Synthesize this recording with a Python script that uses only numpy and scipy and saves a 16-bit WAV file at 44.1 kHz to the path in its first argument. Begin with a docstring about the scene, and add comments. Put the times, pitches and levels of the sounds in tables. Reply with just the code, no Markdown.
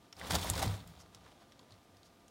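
"""In a terrarium, close up, a large snake tightens its coils round its prey and rolls over.
Bark chips and leaves scrape, crunch and snap under it, and its weight thumps the hollow enclosure.
Then it lies nearly still: the bedding settles with small ticks over a quiet room."""
import sys
import numpy as np
from scipy import signal
from scipy.fft import rfft, irfft, next_fast_len
from scipy.io import wavfile
from scipy.ndimage import map_coordinates

SR = 44100
rng = np.random.default_rng(int(sys.argv[2]) if len(sys.argv) > 2 else 0)


def store_wav(level_fs):
    """Save 16-bit WAV to argv[1]."""
    pcm = np.round(np.clip(np.atleast_2d(level_fs), -1, 1) * 32767)
    wavfile.write(sys.argv[1], SR, pcm.T.astype(np.int16))


N = 101429


def amp(db):
    """Decibels to gain."""
    return 10 ** (np.asarray(db) / 20)


def unit(x):
    """Scale to rms 1."""
    return x / np.sqrt(np.mean(x ** 2) + 1e-20)


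def along(points, hz):
    """Read (frequency, value) points on a log frequency axis."""
    freqs, values = np.transpose(points)
    return np.interp(np.log(hz + 1), np.log(freqs + 1), values)


def faders(rows, outside=-100):
    """A dB curve for each column after the time; outside=None holds the end levels."""
    times, *columns = np.transpose(rows)
    return [np.interp(np.arange(N) / SR, times, db, outside, outside) for db in columns]


def wobble(rate):
    """A smooth random curve, rate knots a second."""
    return map_coordinates(rng.standard_normal(int(N * rate / SR) + 4), [np.arange(N) * rate / SR])


def filtered(x, response):
    """Filter x by a gain that depends on frequency."""
    size = next_fast_len(N + SR // 2)
    return irfft(rfft(x, size) * response(np.fft.rfftfreq(size, 1 / SR)), size)[:N]


def coloured(x, eq):
    """x through an EQ curve, at rms 1."""
    return unit(filtered(x, lambda hz: amp(along(eq, hz))))


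def add(track, start_s, sound):
    """Mix a sound into the track."""
    part = track[max(round(start_s * SR), 0):][:len(sound)]
    part += sound[:len(part)]


def grains(per_s, spread_db, life_s, bed):
    """Tiny noise bursts of random size, one per slipping chip, over a smooth bed of friction."""
    chance, size, noise = rng.random(N), rng.random(N), rng.standard_normal(N)
    slips = (chance < per_s / SR) * amp(-spread_db * np.log(size + .02)) ** 2
    power = signal.lfilter([1], [1, -np.exp(-1 / (life_s * SR))], slips)
    return noise * np.sqrt(power / (power.mean() + 1e-20) + bed)


def ring(modes, attack_s, scatter_db, length=1):
    """Damped modes after one blow, peak 1; length scales their decay times."""
    t = np.arange(SR // 2) / SR
    tone = np.zeros(len(t))
    for hz, db, t60 in modes:
        struck_db = db + scatter_db * rng.standard_normal()
        tone += amp(struck_db - 60 * t / (t60 * length)) * np.sin(2 * np.pi * hz * t)
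    tone *= 1 - np.exp(-t / attack_s)
    return tone / np.abs(tone).max()


def clacks(per_s, centre_hz, spread_octaves, t60_cycles, spread_db):
    """Loose chips hit each other, each ringing briefly at its own pitch; rms 1."""
    when, pitch, size = rng.random((int(per_s * N / SR), 3)).T
    hz = centre_hz * 2 ** (spread_octaves * (2 * pitch - 1))
    n = np.arange(SR // 80)
    cycles = hz[:, None] * n / SR
    gain = amp(-spread_db * np.log(size + .03))[:, None]
    pings = gain * amp(-60 * cycles / t60_cycles) * np.sin(2 * np.pi * cycles)
    positions = (when * N).astype(int)[:, None] + n
    return unit(np.bincount(positions.ravel(), pings.ravel(), N)[:N])


# Fader ride of the roll, before trims (time [s], scrape level [dB], crunch level [dB])
ROLL_RIDE = [(0.15, -76, -74), (0.18, -56.5, -61), (0.197, -55, -52), (0.208, -51.5, -60.5),
             (0.248, -46.5, -54), (0.275, -46.5, -48.5), (0.297, -51.5, -53.5), (0.308, -38, -33.5),
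             (0.328, -41.5, -42), (0.341, -33.5, -37), (0.351, -36.5, -32.5), (0.359, -36, -32),
             (0.37, -45, -47), (0.486, -44.5, -43.5), (0.502, -42, -43.5), (0.514, -50, -50),
             (0.596, -40.5, -40.5), (0.612, -44, -48.5), (0.629, -38, -36.5), (0.64, -41, -42.5),
             (0.694, -49, -52.5), (0.75, -50.5, -53.5), (0.856, -66, -76), (0.902, -67, -66),
             (0.95, -82, -84)]
# Dull body of the scrape (frequency [Hz], gain [dB])
SCRAPE_EQ = [(100, -18), (250, -3.5), (450, -3.5), (700, -1.5), (1000, -2), (1500, -7.5), (2300, -13.5),
             (4000, -12), (10000, -43)]
# Crisp edge of the crunch (frequency [Hz], gain [dB])
CRUNCH_EQ = [(700, -18), (1600, -5.5), (2500, -9.5), (3500, -0.5), (5000, -2), (6500, -6), (8500, -5),
             (10500, -11), (15500, -13)]


def rolling_coils(scrape_trim_db=-0.15, crunch_trim_db=-1.5, clack_trim_db=-9.5):
    """The coils drag over the bedding: a dull scrape, a bright crunch and clacking chips."""
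    scrape_db, crunch_db = faders(ROLL_RIDE)
    scrape = coloured(grains(per_s=570, spread_db=2.0, life_s=0.0017, bed=0.3), SCRAPE_EQ)
    crunch = coloured(grains(per_s=1300, spread_db=3.6, life_s=0.0006, bed=0.4), CRUNCH_EQ)
    clatter = clacks(per_s=420, centre_hz=4015, spread_octaves=1.264, t60_cycles=41, spread_db=3.0)
    return (amp(scrape_db + scrape_trim_db) * scrape
            + amp(crunch_db + crunch_trim_db) * crunch
            + amp(crunch_db + clack_trim_db) * clatter)


# Fader ride of the slow creep, before trim (time [s], level [dB])
CREEP_RIDE = [(0, -80), (.055, -70.5), (.11, -78), (.9, -70.5), (1.005, -64.5), (1.04, -68), (1.11, -75.5),
              (1.14, -64), (1.19, -72.5), (1.26, -64), (1.39, -73), (1.42, -63), (1.46, -75.5), (1.61, -71),
              (1.67, -74.5), (1.72, -67), (1.78, -75), (1.99, -75), (2.3, -77)]
# Soft, midrange tone of the creep (frequency [Hz], gain [dB])
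CREEP_EQ = [(150, -8.5), (700, 3), (1300, 0), (2200, -9), (3700, -4.5), (6000, -14), (9000, -18.5),
            (15500, -34)]


def creeping_coils(trim_db=3.5):
    """The coils inch over the chips: a faint rustle, exposed once the roll dies away."""
    creep_db, = faders(CREEP_RIDE, outside=None)
    slips = grains(per_s=700, spread_db=3.5, life_s=0.001, bed=0.55)
    return amp(creep_db + trim_db) * coloured(slips, CREEP_EQ)


# Snap cues, pre-EQ (time [s], level [dB], pitch [Hz], width [octaves], relative splinter level [dB])
SNAP_CUES = [(0.127, -36, 3160, 0.69, -15), (0.129, -41, 5530, 0.091, -22), (.1672, -47.5, 5000, 0.28, -6),
             (0.214, -36, 1840, .2, -2), (.2485, -33, 2730, 0.64, -12), (0.31, -23, 4700, 1.8, -10),
             (0.3204, -23, 4270, 0.68, -14), (0.3567, -22.5, 6200, 0.95, -11),
             (0.4155, -31, 7000, 0.5, -15), (.4285, -30, 3360, 0.29, -11), (0.4446, -29, 7000, 1.3, -10),
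             (0.5003, -11.5, 8130, 0.27, -17), (0.5355, -32.5, 4300, 0.79, -5),
             (0.5545, -30, 5040, 0.26, -15), (.593, -31, 6900, 0.39, -9), (0.6269, -23, 6020, 1.8, -12),
             (.678, -35.5, 4470, 0.14, -3), (0.8035, -46, 4100, 0.33, -3), (.875, -46.5, 7500, 1.3, -4),
             (0.9642, -52, 3450, 0.19, -9), (1.1477, -38, 4660, 0.95, -8.5),
             (1.5215, -46, 3550, 1.07, -4.5), (1.5933, -46.5, 3980, 0.78, -4),
             (1.7076, -52.5, 4460, 0.41, -6), (1.7217, -48.5, 4000, 0.32, -7), (1.741, -58, 4800, 0.32, -6),
             (1.969, -48, 4700, 1.1, -9), (2.0318, -49, 3870, 0.4, -17), (2.2815, -47, 6200, 1.4, -5)]
# Thin, bright tone shared by all snaps (frequency [Hz], gain [dB])
SNAP_EQ = [(800, -8), (2000, 0), (2600, -1), (3600, 0), (4500, 1), (8500, -2), (15500, -1.5)]


def snaps(crack_t60_s=0.0029, splinter_t60_s=0.031, ring_t60_s=0.02088, ring_db=-4):
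    """Chips and leaves break: a sharp crack, a splintering tail and a faint woody ring."""
    out, t = np.zeros(N), np.arange(SR // 16) / SR
    for start_s, db, hz, octaves, splinter_db in SNAP_CUES:
        envelope = amp(-60 * t / crack_t60_s) + amp(splinter_db - 60 * t / splinter_t60_s)
        burst = envelope * rng.standard_normal(len(t))
        burst[0] += 2  # leading click
        crack = signal.lfilter(*signal.iirpeak(hz, 1 / (np.log(2) * octaves), SR), burst)
        high_cut = signal.butter(2, min(3.57 * hz, SR / 2.2), fs=SR, output="sos")
        crack = signal.sosfilt(high_cut, crack)
        add(out, start_s, amp(db) * crack / np.abs(crack).max())
        modes = [(hz * 2 ** (octaves * u), 0, ring_t60_s) for u in rng.uniform(-1.5, 1, size=4)]
        wood = ring(modes, attack_s=0.00029, scatter_db=2)
        add(out, start_s, amp(db + splinter_db + ring_db) * wood)
    return filtered(out, lambda hz: amp(along(SNAP_EQ, hz)))


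# Dull, crunching knocks (time [s], level at the crest [dB], pitch [Hz], width [octaves])
KNOCK_CUES = [(0.1266, -57.5, 1180, 1.3), (.2475, -46, 720, 1), (0.3061, -40, 1290, 0.86),
              (.339, -33, 690, 0.71), (.353, -33, 630, 1.03), (.4445, -36.5, 795, 0.84),
              (.537, -40.5, 880, .6), (.593, -38.5, 950, 0.53), (.6275, -33.5, 790, 0.87),
              (1.261, -56.5, 1300, 0.93), (1.596, -62, 995, .25)]


def knocks(attack_s=0.00106, t60_s=0.04):
    """The body or a twig presses into packed bark, and many chips give way in one dull burst."""
    out, t = np.zeros(N), np.arange(SR // 6) / SR
    envelope = (1 - np.exp(-t / attack_s)) * amp(-60 * t / t60_s)
    crest = envelope.max() / np.sqrt(np.mean(envelope ** 2))
    for start_s, db, hz, octaves in KNOCK_CUES:
        edges_hz = [hz / 2 ** (octaves / 2), hz * 2 ** (octaves / 2)]
        band = signal.butter(2, edges_hz, "bandpass", fs=SR, output="sos")
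        burst = signal.sosfilt(band, envelope * rng.standard_normal(len(t)))
        add(out, start_s, amp(db) * unit(burst) / crest)
    return out


# Weight landing on the floor (time [s], peak level [dB], ring length [x base decay])
THUMP_CUES = [(0.326, -40, 0.17), (.361, -32, 0.19), (0.5017, -31, 0.57), (0.588, -36.5, 0.36),
              (0.664, -26, 0.77), (0.715, -37, 0.51), (0.849, -48, 0.66), (1.146, -59.5, 1.1),
              (1.228, -57, 0.37), (1.716, -52.5, 0.38)]
# Boom of the enclosure (frequency [Hz], relative level [dB], base decay T60 [s])
ENCLOSURE_MODES = [(72, -1.5, 0.19), (100.9, 4, 0.37), (159.7, -1, 0.27), (180.8, -17, 0.57)]


def thumps():
    """The hollow enclosure booms under the snake's weight."""
    out = np.zeros(N)
    for start_s, db, length in THUMP_CUES:
        add(out, start_s, amp(db) * ring(ENCLOSURE_MODES, attack_s=0.0029, scatter_db=1, length=length))
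    return out


# Fader ride of the shaking floor (time [s], level [dB])
RUMBLE_RIDE = [(.15, -74), (.22, -56), (.29, -50), (.335, -35), (.40, -48.5), (.47, -44), (.56, -49),
               (.65, -43), (.79, -56.5), (.90, -58.5), (.97, -62), (1.02, -65.5), (1.10, -69),
               (1.25, -70.5), (1.36, -83)]
# Low-end weight of the floor (frequency [Hz], gain [dB])
RUMBLE_EQ = [(22, -52), (36, -5.5), (55, -2), (95, 1.5), (135, -7.5), (180, 0.5), (240, -18), (500, -37.5)]


def floor_rumble():
    """The enclosure floor rumbles as the weight shifts."""
    rumble_db, = faders(RUMBLE_RIDE)
    return amp(rumble_db) * coloured(rng.standard_normal(N), RUMBLE_EQ)


# Light strokes on a leaf (centre time [s], level [dB], pitch [Hz])
BRUSH_CUES = [(1.009, -60.5, 5400), (2.063, -66, 4970)]


def brushes(half_length_s=0.017):
    """Scales slide along a leaf in short, soft swishes."""
    out, t = np.zeros(N), np.arange(N) / SR
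    for centre_s, db, hz in BRUSH_CUES:
        swish = unit(signal.lfilter(*signal.iirpeak(hz, Q=2.4, fs=SR), rng.standard_normal(N)))
        out += amp(db) * np.exp(-((t - centre_s) / half_length_s) ** 2) * swish
    return out


# Tight reverb that hangs on in the bass (frequency [Hz], decay T60 [s])
WALL_DECAY = [(100, 0.59), (1000, 0.083), (10000, 0.09)]


def wall_echo(x, wet_db=-12):
    """The short answer of the enclosure's walls."""
    hz, t, spectrum = signal.stft(rng.standard_normal(SR // 2), SR, nperseg=256)
    decay = amp(-60 * t / along(WALL_DECAY, hz)[:, None])
    _, tail = signal.istft(spectrum * decay, SR, nperseg=256)
    return amp(wet_db) * signal.fftconvolve(x, tail / np.linalg.norm(tail))[:N]


# Dark bed of room air (frequency [Hz], gain [dB])
AIR_EQ = [(15, -55), (25, -11.5), (91, -3), (120, -7), (261, -4.5), (307, -6), (382, -10), (572, -10.5),
          (710, -11.5), (1120, -18.5), (1220, -21.5), (1430, -21), (5230, -25.5), (15800, -36)]
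# Hum and whine (frequency [Hz], rms level [dB])
HUM_TONES = [(98, -83), (689, -77.5), (1200, -78)]


def room_tone(air_db=-64.5):
    """Quiet air noise with a faint, slightly unsteady hum and whine."""
    t = np.arange(N) / SR
    hum = sum(amp(db) * unit(np.sin(2 * np.pi * hz * t + 0.39 * wobble(5.04))) for hz, db in HUM_TONES)
    return hum + amp(air_db) * coloured(rng.standard_normal(N), AIR_EQ)


def scene():
    """The mono mix: bedding and floor rumble feed the echo; thumps and room tone stay dry."""
    near = rolling_coils() + creeping_coils() + floor_rumble() + snaps() + knocks() + brushes()
    return (near + wall_echo(near) + thumps() + room_tone())[None]


def record(dry, low_cut_hz=34.5, top_hz=15900):
    """The recorder cuts the deepest bass and keeps nothing above its band limit."""
    low_cut = signal.butter(4, low_cut_hz, "highpass", fs=SR, output="sos")
    return np.array([filtered(signal.sosfilt(low_cut, x), lambda hz: hz < top_hz) for x in dry])


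dry = scene()
out = record(dry)
store_wav(out)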